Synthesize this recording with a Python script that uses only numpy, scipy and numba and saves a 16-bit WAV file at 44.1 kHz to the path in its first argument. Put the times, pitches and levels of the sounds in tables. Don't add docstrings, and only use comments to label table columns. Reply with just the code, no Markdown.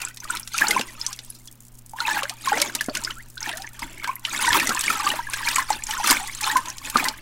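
import sys
import numpy as np
from scipy import signal
from scipy.fft import rfft, irfft, next_fast_len
from scipy.io import wavfile
from scipy.ndimage import uniform_filter1d
from numba import njit

SR = 44100
rng = np.random.default_rng(int(sys.argv[2]) if len(sys.argv) > 2 else 0)


def inscribe(sig):
    pcm = np.round(np.clip(np.atleast_2d(sig).T, -1, 1) * 32767)
    wavfile.write(sys.argv[1], SR, pcm.astype(np.int16))


N = 318313
TIME_S = np.arange(N) / SR

# start_s, length_s, bubbling_db, spray_db, slosh_db
STROKE_EVENTS = [(0.004, 0.062, -36.5, -39.5, -54), (0.23, 0.022, -47.5, -50, -53.5),
                 (0.297, 0.072, -34.5, -37, -51.5), (0.544, 0.058, -34.5, -28, -57),
                 (.61, 0.033, -21, -38, -40), (0.691, 0.1, -32.5, -31, -36),
                 (0.879, .05, -52.5, -45.5, -65), (1.007, .12, -45, -38, -65), (1.2, .17, -81, -47.5, -69),
                 (1.989, 0.051, -35.5, -39, -52), (2.075, 0.12, -27.5, -31, -44.5),
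                 (2.29, 0.044, -49, -52, -63), (2.415, .02, -55.5, -39, -56), (2.458, .06, -30, -32, -46.5),
                 (2.539, 0.13, -31.5, -31.5, -38.5), (2.68, 0.15, -44.5, -43, -50),
                 (2.955, 0.011, -34.5, -32, -40), (3.014, 0.095, -42.5, -41.5, -51),
                 (3.415, .03, -38.5, -45, -63), (3.464, 0.045, -31.5, -34.5, -48),
                 (3.563, .07, -46.5, -47, -54), (3.746, 0.016, -49, -49, -59),
                 (3.825, 0.0074, -34, -35.5, -41), (3.895, 0.11, -46.5, -51, -52),
                 (4.038, 0.06, -35, -45.5, -55.5), (4.26, 0.19, -39, -35.5, -52.5),
                 (4.337, 0.091, -30.5, -29.5, -46), (4.424, 0.083, -24, -22, -41.5),
                 (4.548, .025, -14, -28, -33), (4.602, 0.12, -28, -29.5, -38.5),
                 (4.765, .07, -29, -34, -59), (4.861, 0.08, -27, -26.5, -41), (4.975, .04, -28.5, -30, -52),
                 (5.049, 0.074, -28, -29, -41.5), (5.161, 0.013, -29.5, -37.5, -48),
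                 (5.325, 0.13, -32, -34, -52), (5.464, 0.15, -28.5, -28, -49),
                 (5.704, 0.041, -32, -30.5, -43), (5.89, 0.13, -32.5, -31, -52.5),
                 (6.042, 0.13, -26, -27, -42), (6.083, 0.029, -16.5, -18.5, -36),
                 (6.337, 0.076, -41.5, -40, -66), (6.441, 0.074, -27.5, -25, -45.5),
                 (6.55, 0.022, -31, -34, -40), (6.657, 0.038, -37.5, -56, -50),
                 (6.849, 0.025, -34.5, -31.5, -47.5), (6.958, .12, -26, -33, -38)]
# start_s, level_db, pitch_hz, decay_cycles (few: slap, many: round plop)
BUBBLE_EVENTS = [(0.018, -29, 2630, 17), (.0515, -42, 1270, 8.1), (0.252, -32.5, 1230, 8.9),
                 (0.3007, -18.5, 1425, 13), (0.3515, -27.5, 1330, 7.5), (.544, -23.5, 1348, 16),
                 (.586, -13, 2550, 5.7), (.6201, -9.5, 1730, 8.1), (.6396, -23, 858, 9),
                 (0.7094, -13.5, 2076, 17), (.745, -26, 2554, 20), (.763, -13.5, 1012, 11.6),
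                 (0.813, -16.5, 2729, 5), (0.7772, -18.5, 2227, 9), (1.4825, -39, 3350, 16),
                 (1.987, -25.5, 1710, 5.4), (2.0034, -20.5, 1414, 13), (2.052, -20.5, 2580, 18),
                 (2.0705, -22, 3730, 18), (2.0805, -17, 1780, 4.3), (2.0814, -20, 960, 12),
                 (2.1, -21, 1620, 6), (2.172, -19, 894, 5.5), (2.19, -19.5, 1760, 7.3),
                 (2.223, -18.5, 1150, 3.5), (2.2542, -22.5, 1620, 5.5), (2.4728, -16.5, 1068, 14),
                 (2.519, -13.5, 826, 10), (2.5297, -15.5, 1480, 6), (2.573, -23, 2320, 7),
                 (2.5744, -19, 776, 1.8), (2.6247, -15.5, 2200, 9.1), (2.697, -27.5, 1570, 8.8),
                 (2.809, -15.5, 1714, 7.9), (2.955, -16, 2800, 3.4), (2.97, -20.5, 2010, 3.2),
                 (3.1082, -23.5, 3000, 10.5), (3.371, -32.5, 1517, 16), (3.46, -23.5, 1790, 9.6),
                 (3.4732, -28, 850, 5.4), (3.528, -34, 1767, 25), (3.644, -31, 1780, 14),
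                 (3.6748, -27.5, 2130, 4.1), (3.8214, -25.5, 970, 5.6), (3.83, -20.5, 2160, 4.7),
                 (3.998, -32, 2230, 13), (4.045, -20, 1430, 1.8), (4.0747, -25.5, 974, 12),
                 (4.091, -17.5, 1036, 11.5), (4.165, -33, 2060, 6.5), (4.442, -19.5, 1045, 11),
                 (4.4793, -14, 938, 10.7), (4.505, -12.5, 1760, 11), (4.534, -9, 1900, 1.9),
                 (4.5546, -17.5, 930, 8.2), (4.5538, -14.5, 1280, 4.4), (4.6, -15, 1920, 4.7),
                 (4.6033, -16, 2410, 11), (4.7067, -16.5, 1350, 6.7), (4.715, -20.5, 1570, 9),
                 (4.752, -23, 1010, 8), (4.7716, -22, 1760, 11), (4.778, -21, 2580, 7.2),
                 (4.8804, -11, 2250, 7.8), (4.901, -14, 1327, 11), (4.952, -24.5, 1300, 22),
                 (4.9983, -19.5, 1147, 11), (5.0652, -16.5, 1163, 12), (5.0742, -17.5, 2800, 7),
                 (5.103, -14.5, 2920, 11.5), (5.1904, -20.5, 955, 10), (5.269, -27, 1680, 18),
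                 (5.288, -31.5, 1040, 7.5), (5.3342, -20, 2500, 7.5), (5.43, -26.5, 1660, 14),
                 (5.473, -15.5, 2340, 13), (5.481, -16.5, 1630, 5.4), (5.5617, -13, 2300, 4.4),
                 (5.5818, -15, 1048, 14.5), (5.595, -15, 1670, 3.5), (5.7038, -12, 850, 6.9),
                 (5.823, -26.5, 2320, 4.6), (5.9094, -20, 2980, 15), (5.9984, -23.5, 840, 12),
                 (6.045, -17, 1230, 5.1), (6.062, -19, 3470, 11), (6.1157, -14, 2170, 8),
                 (6.1178, -14.5, 997, 6.1), (6.296, -27, 2100, 8), (6.4072, -30, 1920, 6),
                 (6.435, -20.5, 2420, 8.5), (6.471, -23.5, 1050, 21), (6.556, -13, 1026, 21.6),
                 (6.569, -20.5, 2060, 6.5), (6.815, -39, 1100, 7.4), (6.9573, -6.5, 1240, 7),
                 (6.997, -18.5, 2450, 17), (7.026, -22, 810, 3.9)]
# start_s, level_db, centre_hz, spread (relative octaves)
SNAP_EVENTS = [(0.017, -26, 5600, 0.54), (0.05, -22.5, 7660, 0.099), (.084, -33.5, 8000, 0.64),
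               (0.1715, -33.5, 4450, 0.71), (0.203, -32, 6030, .1), (0.242, -32.5, 6450, 0.65),
               (.3054, -19.5, 8060, .1), (.351, -27.5, 9000, 0.34), (0.37, -25, 3900, 0.31),
               (.3967, -26.5, 10000, .2), (.431, -34.5, 5370, 0.13), (0.475, -29.5, 5650, .8),
               (0.5804, -18, 5740, 0.42), (0.6697, -18, 4320, 0.07), (0.6831, -15.5, 7100, 0.23),
               (0.7082, -16, 5710, 0.84), (0.7942, -24, 3350, 0.28), (0.811, -24.5, 3360, 0.88),
               (1.0138, -23, 5060, 0.1), (1.0646, -17.5, 5970, 0.19), (1.129, -26, 5330, 0.27),
               (1.19, -29.5, 3920, 0.35), (1.302, -26, 10270, 0.13), (1.4742, -36.5, 6000, 0.3),
               (1.8945, -40, 8100, 0.25), (2.0035, -22, 4150, 0.19), (2.232, -22.5, 3850, .45),
               (2.2953, -23, 4050, 0.77), (2.4855, -23.5, 4200, .23), (2.5816, -28, 5840, 0.21),
               (2.6, -20.5, 4060, .35), (2.6172, -11.5, 5400, 0.62), (2.75, -18, 6460, 0.74),
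               (2.7533, -25, 6460, .5), (2.809, -23, 5700, 1.2), (2.842, -33, 7230, 0.46),
               (2.861, -32, 8220, .3), (2.8966, -27, 4430, .1), (2.951, -22.5, 4420, 0.73),
               (2.9713, -22.5, 6700, 0.24), (3.0371, -25.5, 6500, 0.3), (3.048, -20, 5060, 0.16),
               (3.1057, -31, 3270, .5), (3.378, -29.5, 3880, 0.15), (3.4057, -28, 6360, 0.078),
               (3.4277, -20, 5120, .15), (3.4924, -21.5, 2750, 0.18), (3.527, -33, 3550, 0.25),
               (3.572, -28, 7680, 1.2), (3.6202, -31, 5060, 0.26), (3.6684, -34, 6100, .1),
               (3.793, -31, 5850, 0.59), (4.043, -24.5, 2570, 0.28), (4.075, -32, 4690, 0.62),
               (4.156, -26, 11670, 0.1), (4.2508, -17.5, 2970, 0.21), (4.5297, -14, 3260, 0.23),
               (4.5978, -20.5, 4340, 0.79), (4.671, -18, 6400, 0.42), (4.692, -17.5, 5170, 0.52),
               (4.7477, -21.5, 7430, 0.18), (4.7924, -20, 8160, 0.23), (4.809, -18.5, 6600, 1),
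               (4.838, -22, 3500, 0.74), (4.9003, -24, 4990, 1.1), (5.089, -24.5, 4670, .8),
               (5.2989, -27, 9200, .1), (5.3356, -23.5, 3770, 1), (5.4863, -18.5, 4730, 0.45),
               (5.5584, -14.5, 7700, 0.21), (5.583, -23.5, 3560, 1.2), (5.7034, -21, 7150, 0.19),
               (5.7283, -22, 4170, 0.15), (5.8373, -22.5, 7260, .2), (5.868, -25.5, 6400, 0.2),
               (5.9087, -22.5, 4160, .6), (6.0728, -15, 6170, .9), (6.1002, -13, 4900, 0.23),
               (6.108, -9, 6630, 1), (6.274, -28, 6440, .6), (6.349, -27.5, 7300, 0.19),
               (6.4106, -22.5, 8200, 0.54), (6.4409, -19, 4070, 0.11), (6.5688, -21, 5540, 0.94),
               (6.657, -31.5, 3970, .8), (6.6846, -27.5, 6380, 0.13), (6.701, -27, 5680, 0.23),
               (6.782, -29.5, 5300, 0.27), (6.899, -23.5, 8200, 0.94), (6.9702, -18.5, 4150, 0.7),
               (7.041, -21.5, 5800, 0.64), (7.0845, -16.5, 4640, 0.39)]
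# start_s, level_db, start_pitch_hz, decay_s
GULP_EVENTS = [(.613, -23, 280, 0.0067), (.691, -30, 440, 0.022), (0.794, -21, 233, 0.0088),
               (1.19, -47, 260, .01), (2.233, -26.5, 540, 0.015), (2.531, -25, 433, 0.021),
               (2.575, -20, 560, 0.0088), (2.75, -31, 262, 0.0094), (2.8845, -16, 263, 0.0069),
               (3.532, -37, 603, .015), (4.499, -34, 81, 0.043), (4.568, -24, 300, .02),
               (4.692, -22.5, 223, 0.014), (4.907, -25, 267, 0.0057), (5.137, -24.5, 606, 0.0089),
               (6.111, -13, 286, .0048), (6.557, -35, 267, 0.017), (6.954, -16, 222, 0.0092)]
# start_s, length_s, level_db, first_pitch_hz, last_pitch_hz
HOLLOW_EVENTS = [(.63, .18, -37, 855, 750), (1.935, 0.035, -35.5, 840, 1050), (2.0, .23, -34, 895, 811),
                 (2.305, 0.026, -41.5, 693, 1090), (2.561, .11, -35, 596, 590),
                 (2.749, .028, -41, 823, 1270), (2.783, 0.019, -35.5, 2440, 3660),
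                 (2.889, 0.033, -36, 606, 600), (3.069, 0.013, -28, 1240, 1840),
                 (3.097, 0.026, -36.5, 1250, 2030), (3.164, .048, -41.5, 1290, 2180),
                 (3.463, 0.052, -40.5, 872, 665), (3.524, .15, -44, 640, 1014),
                 (3.786, .021, -44, 1080, 1350), (4.086, 0.064, -42, 1014, 1043),
                 (4.416, 0.19, -41, 950, 862), (4.95, 0.21, -35.5, 848, 792), (5.453, .06, -34, 926, 980),
                 (5.955, 0.064, -32.5, 1119, 860), (6.191, 0.062, -36.5, 728, 908),
                 (6.421, 0.13, -31.5, 855, 867), (6.553, 0.046, -26, 1014, 1053),
                 (7.026, 0.083, -33, 861, 882)]
# freq_hz, level_db
BUBBLING_COLOUR = [(450, -17), (680, -22.5), (850, 1), (1200, 1.5), (1800, 2.5), (2600, -2.5), (3600, -15),
                   (5000, -11)]
# freq_hz, level_db
SPRAY_COLOUR = [(1500, -15.5), (2600, -9), (3600, 6), (5000, 4.5), (7500, 5.5), (10000, 1.5), (13000, -3.5),
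                (16000, -21.5)]
# freq_hz, level_db
COARSE_COLOUR = [(2500, 6.5), (4500, -1.5), (8000, -1.5), (12000, -5.0), (16000, -15.5)]
# freq_hz, level_db
SLOSH_COLOUR = [(70, -23.5), (140, -14.5), (220, 3), (330, 4), (480, -10.5), (650, -0.5), (1000, -50)]
# freq_hz, level_db
FOAM_COLOUR = [(1200, -27), (3000, -19.0), (7000, 1.0), (10000, -0.5), (16000, -4.5)]
# freq_hz, level_db (rms before wander)
HUM_PARTIALS = [(119.9, -53.5), (237.5, -63.5)]
# freq_hz, level_db
AIR_COLOUR = [(30, 7), (70, -18.5), (150, -6.5), (260, -4.5), (450, -16), (1000, -16), (2500, -24.5),
              (5000, -27), (8000, -31.5), (12000, -27.5), (16000, -24.5)]
# freq_hz, level_db
RUMBLE_COLOUR = [(12, 9.5), (25, 6.5), (45, -4.5), (90, -10.5), (200, -29), (600, -85), (2000, -100)]
# time_s, level_db
RUMBLE_LEVEL = [(0, -52), (.6, -45), (1.2, -51.5), (2.7, -51), (3.12, -42.5), (3.5, -48), (3.85, -42),
                (4.25, -51), (4.52, -39), (4.7, -45), (5.7, -41), (6.8, -45.5), (7.2, -41)]

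SWELL_S, SETTLE_S = 0.013, 0.027
SAG_DB_PER_S = 10
# level_db re stroke, decay_s
LAST_BUBBLES, LAST_DROPS, LAST_SLOSH = (-19, 0.22), (-11, 0.18), (-15.5, 0.2)
SPRAY_LEAD_S, SLOSH_LAG_S = 0.0036, 0.006
RISE_OCTAVES_PER_DECAY, RISE_SCATTER_OCTAVES = 0.0093, 0.085
SNAP_DECAY_S, RAGGED_S_PER_SPREAD = 0.003, 0.0031
AIR_DB = -58.5
TOP_HZ = 15800


def churn():
    _, _, bubbling_peaks_db, spray_peaks_db, slosh_peaks_db = np.transpose(STROKE_EVENTS)
    bubbling_db = stirring(bubbling_peaks_db, LAST_BUBBLES)
    spray_db = stirring(spray_peaks_db, LAST_DROPS, -SPRAY_LEAD_S)
    slosh_db = stirring(slosh_peaks_db, LAST_SLOSH, SLOSH_LAG_S)
    tinkle_db = np.interp((bubbling_db + spray_db) / 2, [-60, -50, -22], [-73, -55, -39])
    water = bubbling(bubbling_db) * undb(bubbling_db + 0.5)
    water += spray(bubbling_db) * undb(spray_db - 3.5)
    water += slosh() * undb(slosh_db)
    return water + tinkle() * undb(tinkle_db)


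def stirring(levels_db, lingers, lag_s=0):
    t_s = TIME_S[::44] - lag_s
    power = 1e-12
    tail_db, tail_s = lingers
    for (start_s, length_s, *_), db in zip(STROKE_EVENTS, levels_db):
        before_s = np.maximum(start_s - t_s, 0)
        after_s = np.maximum(t_s - start_s - length_s, 0)
        sag_db = SAG_DB_PER_S * (np.clip(t_s - start_s, 0, length_s) - length_s / 2)
        tail = undb(tail_db) * np.exp(-after_s / tail_s)
        release = np.maximum(np.exp(-after_s / SETTLE_S), tail)
        gain = undb(db - sag_db) * np.exp(-before_s / SWELL_S) * release
        power = power + gain ** 2
    return np.interp(TIME_S - lag_s, t_s, 10 * np.log10(power))


def bubbling(bubbling_db):
    lone = unit(swarm(rate_hz=1400, low_hz=681, high_hz=4190, cycles=11.5, spread_db=8.5,
                      rise_octaves=0.05, even_s=0.048))
    rush = crackle(rate_hz=1500, spread_db=18, smear_s=0.011)
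    merged = np.interp(bubbling_db, [-50, -22], [0.35, 0.7])
    return colour(np.sqrt(1 - merged) * lone + np.sqrt(merged) * rush, BUBBLING_COLOUR)


def spray(bubbling_db):
    droplets = swarm(rate_hz=1300, low_hz=2400, high_hz=13000, cycles=10, spread_db=5.5,
                     rise_octaves=0.01, even_s=0.05)
    patter = crackle(rate_hz=330, spread_db=6, smear_s=0.011)
    fine = colour(unit(droplets) + undb(-5) * patter, SPRAY_COLOUR)
    coarse_share = np.interp(bubbling_db, [-46, -28], [0, 0.85])
    return (1 - coarse_share) * fine + coarse_share * colour(fine, COARSE_COLOUR)


def slosh():
    deep = swarm(rate_hz=350, low_hz=137.6, high_hz=720, cycles=4.04, spread_db=2,
                 rise_octaves=0.087, even_s=0.043)
    return colour(deep, SLOSH_COLOUR)


def tinkle():
    return unit(swarm(rate_hz=900, low_hz=2200, high_hz=3500, cycles=11, spread_db=4.5,
                      rise_octaves=0.03, even_s=0.09))


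def swarm(rate_hz, low_hz, high_hz, cycles, spread_db, rise_octaves, even_s):
    when, pitch, size, life, glide = rng.random((int(rate_hz * N / SR), 5)).T
    hz = low_hz * (high_hz / low_hz) ** pitch
    gain = undb(-spread_db * np.log(1 - 0.98 * size)) * hz / low_hz
    decay_s = cycles * 3 ** (life - 0.5) / hz
    x = ring(when * N / SR, gain, hz, decay_s, rise_octaves * 2 * glide, 0.33)
    power = smooth_twice(x ** 2, int(even_s * SR))
    return x / np.sqrt(np.abs(power) + 0.02 * np.mean(power))


def crackle(rate_hz, spread_db, smear_s):
    when, size = rng.random((int(rate_hz * N / SR), 2)).T
    strength = undb(-spread_db * np.log(1 - 0.98 * size))
    ticks = np.bincount((when * N).astype(int), strength, N)
    power = signal.lfilter([1], [1, -np.exp(-2 / (smear_s * SR))], ticks ** 2)
    mean_power = smooth_twice(power, SR // 20)
    return unit(rng.standard_normal(N) * np.sqrt(power / (np.abs(mean_power) + 1e-9)))


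@njit
def ring(start_s, gain, hz, decay_s, rise_octaves, swell):
    out = np.zeros(N)
    for k in range(len(start_s)):
        first, phase = int(start_s[k] * SR), 0.
        for i in range(min(int(5 * decay_s[k] * SR), N - first)):
            u = i / SR / decay_s[k]
            pitch_hz = hz[k] * 2 ** (rise_octaves[k] * (min(u, 2.5) - .5))
            phase += 2 * np.pi * min(pitch_hz, .45 * SR) / SR
            envelope = (1 - np.exp(-u / swell)) * np.exp(-1.3 * u ** 1.4)
            out[first + i] += 1.5 * gain[k] * envelope * np.sin(phase)
    return out


def bubbles():
    start_s, db, hz, cycles = np.transpose(BUBBLE_EVENTS).copy()
    rise_octaves = RISE_OCTAVES_PER_DECAY + RISE_SCATTER_OCTAVES * rng.standard_normal(len(start_s))
    plops = ring(start_s, undb(db + 2.5), hz, cycles / hz, rise_octaves, 0.15)
    return plops * undb(0.51 * walk(480))


def snaps():
    out, t_s = np.zeros(N), TIME_S[:SR // 20]
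    for start_s, db, hz, spread in SNAP_EVENTS:
        grains = rng.standard_normal(len(t_s)) * undb(0.74 * walk(1600, size=len(t_s)))
        fade = np.exp(-t_s / (SNAP_DECAY_S + RAGGED_S_PER_SPREAD * spread))
        crack = unit(band(band(grains * fade, hz, 1.28 * spread), hz, 6.9 * spread))
        ping = unit(np.sin(2 * np.pi * hz * t_s * (1 + 3 * t_s)) * fade)
        pure = np.exp(-(spread / 0.18) ** 2)
        snap = np.sqrt(1 - pure) * crack + np.sqrt(pure) * ping
        add(out, start_s, undb(db + 2.93) * np.sqrt(np.mean(fade ** 2)) * snap)
    return signal.lfilter(*signal.butter(2, 12500, fs=SR), out)


def gulps():
    out, t_s = np.zeros(N), TIME_S[:SR // 6]
    for start_s, db, hz, decay_s in GULP_EVENTS:
        tone = np.sin(2 * np.pi * hz * t_s * (1 + 1.8 * t_s)) * np.exp(-t_s / decay_s)
        noise = rng.standard_normal(len(t_s))
        rough = unit(band(band(noise, 2.13 * hz, 1), 2.13 * hz, 1))
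        upper = rough * np.exp(-t_s / (1.14 * decay_s))
        attack = 1 - np.exp(-4 * hz * t_s)
        add(out, start_s, undb(db) * (tone + 0.6 * upper) * attack)
    return out


def hollows():
    out = np.zeros(N)
    for start_s, length_s, db, first_hz, last_hz in HOLLOW_EVENTS:
        u = np.linspace(0, 1, int(length_s * SR))
        pitch_hz = first_hz * (last_hz / first_hz) ** (u ** 1.52)
        phase = 2 * np.pi * np.cumsum(pitch_hz) / SR
        steady = np.sin(phase) * (1 + 1.3 * walk(111.7, size=len(u)))
        unsteady = 2 * walk(107.5, size=len(u)) * np.cos(phase)
        envelope = np.abs(np.sin(np.pi * u)) ** 0.38
        add(out, start_s, undb(db - 1) * unit((steady + unsteady) * envelope))
    return out


def foam():
    ticks = crackle(rate_hz=130, spread_db=9, smear_s=0.003)
    return undb(-52.5) * colour(ticks, FOAM_COLOUR)


def surroundings(x, early_db, early_s, tail_db, t60_s):
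    t_s = TIME_S[:SR // 2]
    count = 14
    lags_s = 0.005 + early_s * (np.arange(count) + rng.random(count)) / 4
    early = np.zeros(len(t_s))
    slots = np.minimum((lags_s * SR).astype(int), len(t_s) - 1)
    early[slots] = rng.choice([-1, 1], count) * np.exp(-lags_s / early_s)
    decay = np.exp(-np.log(1000) * t_s / t60_s)
    tail = rng.standard_normal(len(t_s)) * (1 - np.exp(-t_s / 0.017)) * decay
    response = undb(early_db) * band(unit(early), 2440, 1.43)
    response += undb(tail_db) * band(unit(tail), 870, 0.97)
    return x + signal.fftconvolve(x, response / np.sqrt(len(t_s)))[:N]


def background():
    hum = np.zeros(N)
    for hz, db in HUM_PARTIALS:
        gain = undb(db + walk(5)) * np.sqrt(2)
        hum += gain * np.sin(2 * np.pi * hz * TIME_S + 0.25 * walk(7))
    air = colour(rng.standard_normal(N), AIR_COLOUR)
    highpass = signal.butter(4, 150, "highpass", fs=SR, output="sos")
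    air = air / np.std(signal.sosfilt(highpass, air))
    rumble = colour(rng.standard_normal(N), RUMBLE_COLOUR)
    rumble_db = np.interp(TIME_S, *np.transpose(RUMBLE_LEVEL))
    return hum + undb(AIR_DB) * air + rumble * undb(rumble_db)


def undb(db):
    return 10 ** (np.asarray(db) / 20)


def unit(x):
    return x / np.sqrt(np.mean(x ** 2) + 1e-18)


def add(out, start_s, x):
    i = max(int(start_s * SR), 0)
    out[i:i + len(x)] += x[:max(len(out) - i, 0)]


def smooth_twice(x, size):
    return uniform_filter1d(uniform_filter1d(x, size), size)


def colour(x, points):
    hz, db = np.transpose(points)
    size = next_fast_len(len(x) + 2048)
    bins_hz = np.maximum(np.fft.rfftfreq(size, 1 / SR), 1)
    gain = undb(np.interp(np.log(bins_hz), np.log(hz), db))
    return unit(irfft(rfft(x, size) * gain, size)[:len(x)])


def band(x, hz, octaves):
    ratio = 2 ** max(octaves, 0.05)
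    high_hz = min(hz * ratio, 0.45 * SR)
    low_hz = min(hz / ratio, 0.9 * high_hz)
    return signal.lfilter(*signal.butter(1, [low_hz, high_hz], "bandpass", fs=SR), x)


def walk(rate_hz, size=N):
    knots = rng.standard_normal(int(size / SR * rate_hz) + 3)
    return 1.2 * np.interp(np.arange(size) / SR * rate_hz, np.arange(len(knots)), knots)


def scene():
    water = churn() + bubbles() + snaps() + gulps() + hollows() + foam()
    echoed = surroundings(water, early_db=-13, early_s=0.01, tail_db=-19.5, t60_s=0.37)
    return (echoed + background())[None]


def record(dry):
    return signal.sosfilt(signal.ellip(10, 0.2, 70, TOP_HZ, fs=SR, output="sos"), dry)


dry = scene()
out = record(dry)
inscribe(out)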